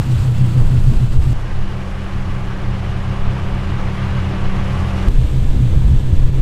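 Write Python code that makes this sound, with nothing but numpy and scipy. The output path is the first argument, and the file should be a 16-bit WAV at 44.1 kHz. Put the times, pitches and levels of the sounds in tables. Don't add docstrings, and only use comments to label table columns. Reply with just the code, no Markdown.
import sys
import numpy as np
from scipy import signal
from scipy.fft import rfft, irfft, next_fast_len
from scipy.io import wavfile
from scipy.ndimage import uniform_filter1d

SR = 44100
rng = np.random.default_rng(int(sys.argv[2]) if len(sys.argv) > 2 else 0)


def voltage_ratio(level):
    return 10 ** (np.asarray(level, float) / 20)


def transcribe(signal):
    frames = np.atleast_2d(signal).T
    limited = np.clip(frames, -1, 1)
    pcm = np.round(limited * 32767).astype(np.int16)
    wavfile.write(sys.argv[1], SR, pcm)


N = 282681

VIEW_CHANGES_S = [
    1.331,
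    5.0852,
]

# time in seconds, pitch in Hz.
IDLE = [(0, 121.6), (.3, 124.8), (.75, 121.2), (.9, 125.3), (1.33, 121.6), (1.7, 126), (2.4, 125),
        (2.7, 118.5), (3.0, 120.4), (3.55, 127.2), (3.8, 123.3), (5.0, 123.4), (5.2, 125.5), (5.4, 127),
        (5.6, 122), (6.0, 129.1), (6.2, 124.4), (6.41, 129.4)]
# peak in seconds, level in dB, length in seconds.
SURGES_NEAR = [(.125, -9, 0.14), (.29, -10, 0.188), (.435, -7.5, 0.1448), (.5, -15.5, 0.085),
               (.59, -6, 0.12), (.755, -9, .17), (.884, -8.5, 0.094), (1.034, -9.5, 0.1),
               (1.165, -13.5, 0.084), (1.296, -12.5, .13), (5.2, -12.5, 0.091), (5.372, -18.5, .17),
               (5.52, -23.5, 0.17), (5.645, -10, 0.145), (5.8, -12.5, 0.154), (5.935, -13.5, 0.14),
               (6.07, -18, 0.14), (6.23, -17.5, 0.17), (6.375, -17.5, 0.15)]
# peak in seconds, level in dB.
SURGES_FAR = [(1.39, -27.5), (1.5, -30), (2.08, -34.5), (1.6, -28), (1.76, -25.5), (2.23, -27.5),
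              (2.361, -26), (2.48, -25), (2.69, -20), (2.82, -28), (2.95, -22), (3.11, -20), (3.3, -18),
              (3.43, -23.5), (3.58, -25.5), (3.75, -22.5), (3.89, -25.5), (4.02, -21.5), (4.16, -19.5),
              (4.3, -24.5), (4.45, -23), (4.6, -20.5), (4.75, -20.5), (4.9, -23.5)]
SMEARED_S = 0.22
BETWEEN_NEAR_DB, BETWEEN_FAR_DB = -26.5, -37.5
FIRINGS_PER_BOOM = 4
# multiple of the firing rate, level near in dB, level far in dB.
EXHAUST_ORDERS = [(2, -25, -15), (3, -11.5, -10), (5, -18, -16.5), (6, -19.5, -33.5), (7, -26, -29)]

# rattle in dB, hiss in dB, fading in dB per second as we turn.
BAY_VIEWS = [
    (-32.5, -43, -1),
    (-30.5, -46, -1),
]
# peak in seconds, level in dB, length in seconds.
SHAKES = [
    (.6, -35, 0.2),
    (.75, -40, 0.15),
    (.925, -36, 0.091),
    (1.3, -37, 0.066),
    (5.1, -35, 0.034),
    (5.53, -41, 0.079),
    (5.73, -36, 0.11),
    (5.3, -40.5, 0.22),
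]
# peak in seconds, depth in dB, length in seconds.
DUCKS = [
    (1.1, -2.5, 0.08),
    (1.186, -3.5, 0.027),
    (6.047, -1.5, 0.079),
    (6.314, -4, 0.041),
]
# frequency in Hz, level in dB.
RATTLE = [(110, -2), (190, -9), (318, -6.5), (395, -12.5), (507, -14.5), (667, -21.5), (734, -21.5),
          (1300, -29.5), (1690, -53), (2860, -120)]
# frequency in Hz, level in dB.
HISS_FIRST = [(590, -3.5), (1000, -4.5), (1110, -4), (1430, -5.5), (1820, -8.5), (2130, -9.5),
              (2310, -10.5), (2650, -8), (4010, -13.5), (4500, -14.5), (5930, -20), (8090, -17),
              (10200, -27), (12500, -25.5), (15600, -36)]
# frequency in Hz, level in dB.
HISS_LAST = [(590, -17), (1000, -3.5), (1120, -6), (1260, -6), (1350, -7), (1740, -4), (1900, -7.5),
             (2230, -6.5), (3080, -7.5), (3460, -7), (5230, -17.5), (8270, -16.5), (9940, -26.5),
             (12100, -24), (15600, -34)]

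# peak in seconds, level in dB, length in seconds.
GUSTS = [(.02, -38, 0.082), (.17, -22, 0.14), (.42, -15, 0.24), (.65, -6.5, 0.23), (.82, -7, 0.18),
         (.97, -9, 0.31), (1.12, -13.5, 0.39), (1.22, -8.5, 0.22), (1.38, -17.5, 0.18), (1.6, -11.5, .25),
         (2.25, -17, 0.26), (2.46, -19, 0.091), (2.68, -19, 0.18), (3.25, -11.5, 0.17), (3.45, -18, 0.13),
         (3.8, -23, 0.33), (4.47, -10, .2), (4.65, -16.5, .2), (5.09, -3, 0.051), (5.17, -4.5, .1),
         (5.33, -9, 0.22), (5.5, -7, 0.22), (5.75, -12, 0.37), (5.97, -2, 0.099), (6.08, -8.5, .12),
         (6.23, -3, .2), (6.4, -4, 0.18)]
# peak in seconds, level in dB, length in seconds.
EDDIES = [(.19, -25, 0.085), (.56, -25, 0.08), (.67, -26, 0.12), (.77, -19, 0.1), (.92, -16, 0.23),
          (1.05, -22.5, .15), (1.2, -18, 0.091), (1.3, -20.5, .1), (1.42, -33, 0.22), (1.95, -32, .15),
          (1.73, -25, 0.089), (2.16, -17.5, 0.078), (2.29, -19, .1), (2.53, -34, .08), (3.26, -27, .1),
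          (3.54, -17.5, 0.087), (3.83, -23, 0.079), (4.0, -32, 0.1), (4.58, -20, 0.15), (5.09, -9.5, 0.079),
          (5.23, -14, .12), (5.42, -19.5, 0.19), (5.57, -17, 0.19), (5.76, -20, 0.35), (5.9, -11.5, 0.18),
          (6.0, -19, .1), (5.31, -31, .1), (5.48, -27, 0.12), (6.13, -13.5, 0.091), (6.26, -23.5, 0.27)]
LULL_NEAR_DB, LULL_FAR_DB = -22.5, -21.5
STILL_NEAR_DB, STILL_FAR_DB = -26, -28.5
# frequency in Hz, level in dB.
RUMBLE_NEAR = [(3, -26), (7, 16), (12, -3.5), (25, 9), (40, -23), (60, -39)]
# frequency in Hz, level in dB.
BUFFET_NEAR = [(25, -8), (38, -5.5), (60, -1.5), (85, -5), (115, -24), (140, -13.5), (170, -21), (260, -25),
               (340, -87)]
# frequency in Hz, level in dB.
RUMBLE_FAR = [(3, -66), (7, -17.5), (12, -0.5), (21, -23), (30, -12.5), (42, -24), (60, -53)]
# frequency in Hz, level in dB.
BUFFET_FAR = [(30, 15.5), (42, -9.5), (65, -5), (105, -1.5), (140, -16), (180, -16), (230, -14.5),
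              (330, -33)]

# time in seconds, nearness in dB, extra treble from facing it in dB.
WALK = [
    (1.34, -35, 5.5),
    (2.3, -33.5, 3),
    (3.3, -32, 1.5),
    (4.4, -30, 1),
    (4.9, -30, 4.5),
    (5.08, -30, 4.5),
]
# peak in seconds, level in dB, length in seconds.
LOADS = [
    (1.55, -31, .2),
    (1.95, -35.5, 0.4),
    (2.3, -38, 0.33),
    (2.89, -27.5, .3),
    (3.42, -30, 0.14),
    (3.68, -28.5, 0.25),
    (4.2, -29, 0.53),
    (4.85, -25.5, 0.45),
    (5.03, -32, .2),
]
SHAFT_HZ, SLOT_HZ, BLOWER_HZ = 43.55, 191.1, 571.8
# multiple of the shaft rate, level in dB.
SHAFT_ORDERS = [(1, -6), (1.25, -15), (1.7, -13), (2, 0), (3, -8), (4, -19)]
# multiple of the slot rate, level in dB.
SLOT_ORDERS = [(1, 0), (2, -14), (4, -21.5)]
# multiple of the blower rate, level in dB.
BLOWER_ORDERS = [(1, -19), (2, -20), (3, -30), (4, -32), (5, -28)]
# frequency in Hz, width in Hz, level against the roar in dB.
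WHISTLES = [(325, 45, -19), (530, 6, -21), (674, 6, -23), (708, 10, -23), (841, 5, -20.5), (1044, 6, -21),
            (1189, 8, -23), (1218, 12, -22), (1551, 25, -20), (1600, 20, -24), (1683, 10, -27),
            (2260, 30, -29), (1949, 8, -29), (1980, 8, -28), (2887, 6, -32), (2930, 5, -30), (2974, 5, -30)]
# frequency in Hz, level in dB.
ROAR = [(120, -35), (200, -7), (223, -17), (315, -12.5), (352, -14.5), (378, -16.5), (488, -16.5),
        (555, -17), (642, -18.5), (1170, -18), (1430, -21.5), (2960, -26.5), (3830, -33.5), (10000, -52.5),
        (15600, -65.5)]
DRONE_OVER_DB, WHINE_OVER_DB = 3.5, 2.04
WHINE_FOLLOWS = 1.32
WHINE_HIDDEN_DB, WHINE_CLEARS_S = -15, 0.26

OPENING_DB, SPLICE_DB = -5, -15
HEADROOM = 1.6


def rms_one(x):
    return x / np.sqrt(np.mean(x ** 2) + 1e-20)


def in_time(table):
    s, *columns = np.array(table).T
    return [np.interp(np.arange(N) / SR, s, c) for c in columns]


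def swells(rows, between_db):
    t = np.arange(0, N + 40, 40) / SR
    humps = 0
    for s, db, length in rows:
        humps = humps + voltage_ratio(db) * np.cos(np.pi * np.clip((t - s) / length, -.5, .5)) ** 2
    return voltage_ratio(between_db) + np.interp(np.arange(N) / SR, t, humps)


def drift(rate):
    r = np.exp(-80 * np.pi * rate / SR)
    noise = rng.standard_normal(N // 40 + 2002)
    slow = signal.lfilter([1], [1, -2 * r, r * r], noise)[2000:]
    return np.interp(np.arange(N) / 40, np.arange(len(slow)), rms_one(slow))


def coloured(spectrum, shared_db, own_db, rate):
    size = next_fast_len(N)
    hz = np.maximum(np.arange(size // 2 + 1) * SR / size, 1)
    point_hz, point_db = np.array(spectrum).T
    colour = voltage_ratio(np.interp(np.log(hz), np.log(point_hz), point_db, left=-120, right=-120))
    noise = colour * rfft(rng.standard_normal(size))
    together = drift(rate)
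    out = 0
    for octave in range(int(np.log2(point_hz[0])), int(np.log2(point_hz[-1])) + 2):
        share = np.clip(1 - abs(np.log2(hz) - octave), 0, 1)
        flicker = voltage_ratio(shared_db * together + own_db * drift(rate))
        out = out + irfft(noise * share, size)[:N] * flicker
    return rms_one(out)


def partial(turns, wobble_db, rate):
    return np.sqrt(2) * voltage_ratio(wobble_db * drift(rate)) * np.sin(2 * np.pi * (turns + rng.random()))


def exhaust(far):
    boom_hz, = in_time(IDLE)
    smeared = [(s, db, SMEARED_S) for s, db in SURGES_FAR]
    surge = np.where(far, swells(smeared, BETWEEN_FAR_DB), swells(SURGES_NEAR, BETWEEN_NEAR_DB))
    slope_db_per_s = np.gradient(20 * np.log10(surge)) * SR
    swelling = uniform_filter1d(np.tanh(slope_db_per_s / 150), size=2600)
    sag_hz = np.where(far, 1.5, 9)
    firing = np.cumsum(boom_hz + sag_hz * swelling) / SR / FIRINGS_PER_BOOM
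    out = voltage_ratio(-2.6) * surge * partial(FIRINGS_PER_BOOM * firing, wobble_db=1.24, rate=27)
    behind = uniform_filter1d(far * 1., size=400)
    mean_surge = uniform_filter1d(surge, size=9000)
    for multiple, near_db, far_db in EXHAUST_ORDERS:
        leak = partial(multiple * firing, wobble_db=3.5, rate=8.3)
        out += voltage_ratio(near_db + (far_db - near_db) * behind) * mean_surge * leak
    return out, firing


def engine_bay(firing, last):
    since = np.arange(N) / SR - last * VIEW_CHANGES_S[1]
    rattle_db, hiss_db, fading_db = np.array(BAY_VIEWS)[last * 1].T
    hiss = np.where(last, coloured(HISS_LAST, 0.39, 0.25, 15), coloured(HISS_FIRST, 0.78, 0.78, 20))
    hiss = voltage_ratio(hiss_db + fading_db * since + 6.0) * hiss
    beat = np.cos(2 * np.pi * firing)
    rattle = swells(SHAKES, rattle_db) * voltage_ratio(0.5 * beat) * coloured(RATTLE, 0.66, 0.36, 12)
    duck_db = sum(swells([(s, 0, length)], -90) * db for s, db, length in DUCKS)
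    return voltage_ratio(0.33 * beat) * voltage_ratio(duck_db) * (rattle + hiss)


def wind(far):
    behind = uniform_filter1d(far * 1., size=400)
    near = 1 - behind
    gusts = swells(GUSTS, LULL_NEAR_DB + (LULL_FAR_DB - LULL_NEAR_DB) * behind)
    eddies = swells(EDDIES, STILL_NEAR_DB + (STILL_FAR_DB - STILL_NEAR_DB) * behind)
    rumble = behind * coloured(RUMBLE_FAR, 0.22, .2, 3.3)
    rumble += near * coloured(RUMBLE_NEAR, .2, .2, 3)
    buffet = behind * voltage_ratio(-3.0) * coloured(BUFFET_FAR, 0.89, 0.75, 15.0)
    buffet += near * voltage_ratio(2.5) * coloured(BUFFET_NEAR, 0.32, 1.0, 5.2)
    rumble /= np.sqrt(uniform_filter1d(rumble ** 2, size=8000) + 0.091)
    return voltage_ratio(-2.5) * gusts * rumble + voltage_ratio(-1.5) * eddies * buffet


def whistle(hz, width_hz):
    r = np.exp(-np.pi * width_hz / SR)
    ring = [1, -2 * r * np.cos(2 * np.pi * hz / SR), r * r]
    once = signal.lfilter([1, 0, -1], ring, rng.standard_normal(N))
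    return rms_one(signal.lfilter([1], ring, once))


def generator():
    t = np.arange(N) / SR
    roar_db, treble_db = in_time(WALK)
    mean_db = roar_db.mean()
    whine_db = mean_db + WHINE_OVER_DB + WHINE_FOLLOWS * (roar_db - mean_db)
    whine_db += WHINE_HIDDEN_DB * np.clip(1 - (t - VIEW_CHANGES_S[0]) / WHINE_CLEARS_S, 0, 1)
    drone = sum(voltage_ratio(db) * partial(k * SHAFT_HZ * t, wobble_db=-0.7, rate=5.9) for k, db in SHAFT_ORDERS)
    whine = sum(voltage_ratio(db) * partial(k * SLOT_HZ * t, wobble_db=0.5, rate=4) for k, db in SLOT_ORDERS)
    whine += sum(voltage_ratio(db) * partial(k * BLOWER_HZ * t, wobble_db=3, rate=3.2) for k, db in BLOWER_ORDERS)
    knock_db = 0.3 * np.cos(2 * np.pi * SHAFT_HZ * t) + 0.24 * drift(260)
    roar = coloured(ROAR, 0.44, 0.88, 22) * voltage_ratio(knock_db)
    treble = signal.sosfilt(signal.butter(2, 4500, "high", fs=SR, output="sos"), roar)
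    roar += (voltage_ratio(treble_db) - 1) * treble
    roar += sum(voltage_ratio(db) * whistle(hz, width_hz) for hz, width_hz, db in WHISTLES)
    out = swells(LOADS, roar_db + DRONE_OVER_DB) * drone
    return out + voltage_ratio(whine_db + 0.3) * whine + voltage_ratio(roar_db + 0.69) * roar


def scene():
    t = np.arange(N) / SR
    last = t >= VIEW_CHANGES_S[1]
    far = (t >= VIEW_CHANGES_S[0]) & ~last
    behind = uniform_filter1d(far * 1., size=60)
    boom, firing = exhaust(far)
    mix = boom + (1 - behind) * engine_bay(firing, last) + wind(far) + behind * generator()
    step = voltage_ratio(SPLICE_DB) * last * np.exp(-np.maximum(t - VIEW_CHANGES_S[1], 0) / 0.0037)
    step -= voltage_ratio(OPENING_DB) * np.exp(-t / .011) * np.cos(2 * np.pi * 112 * t)
    closing = np.clip((N / SR - t) / .008 + .15, 0, 1)
    return ((mix + step) * closing)[None]


def low_pass(x):
    return signal.sosfilt(signal.butter(12, 15710, fs=SR, output="sos"), x)


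def record(dry):
    squashed = HEADROOM * np.tanh(dry / HEADROOM)
    return low_pass(np.clip(squashed, -1, 1))


dry = scene()
out = record(dry)
transcribe(out)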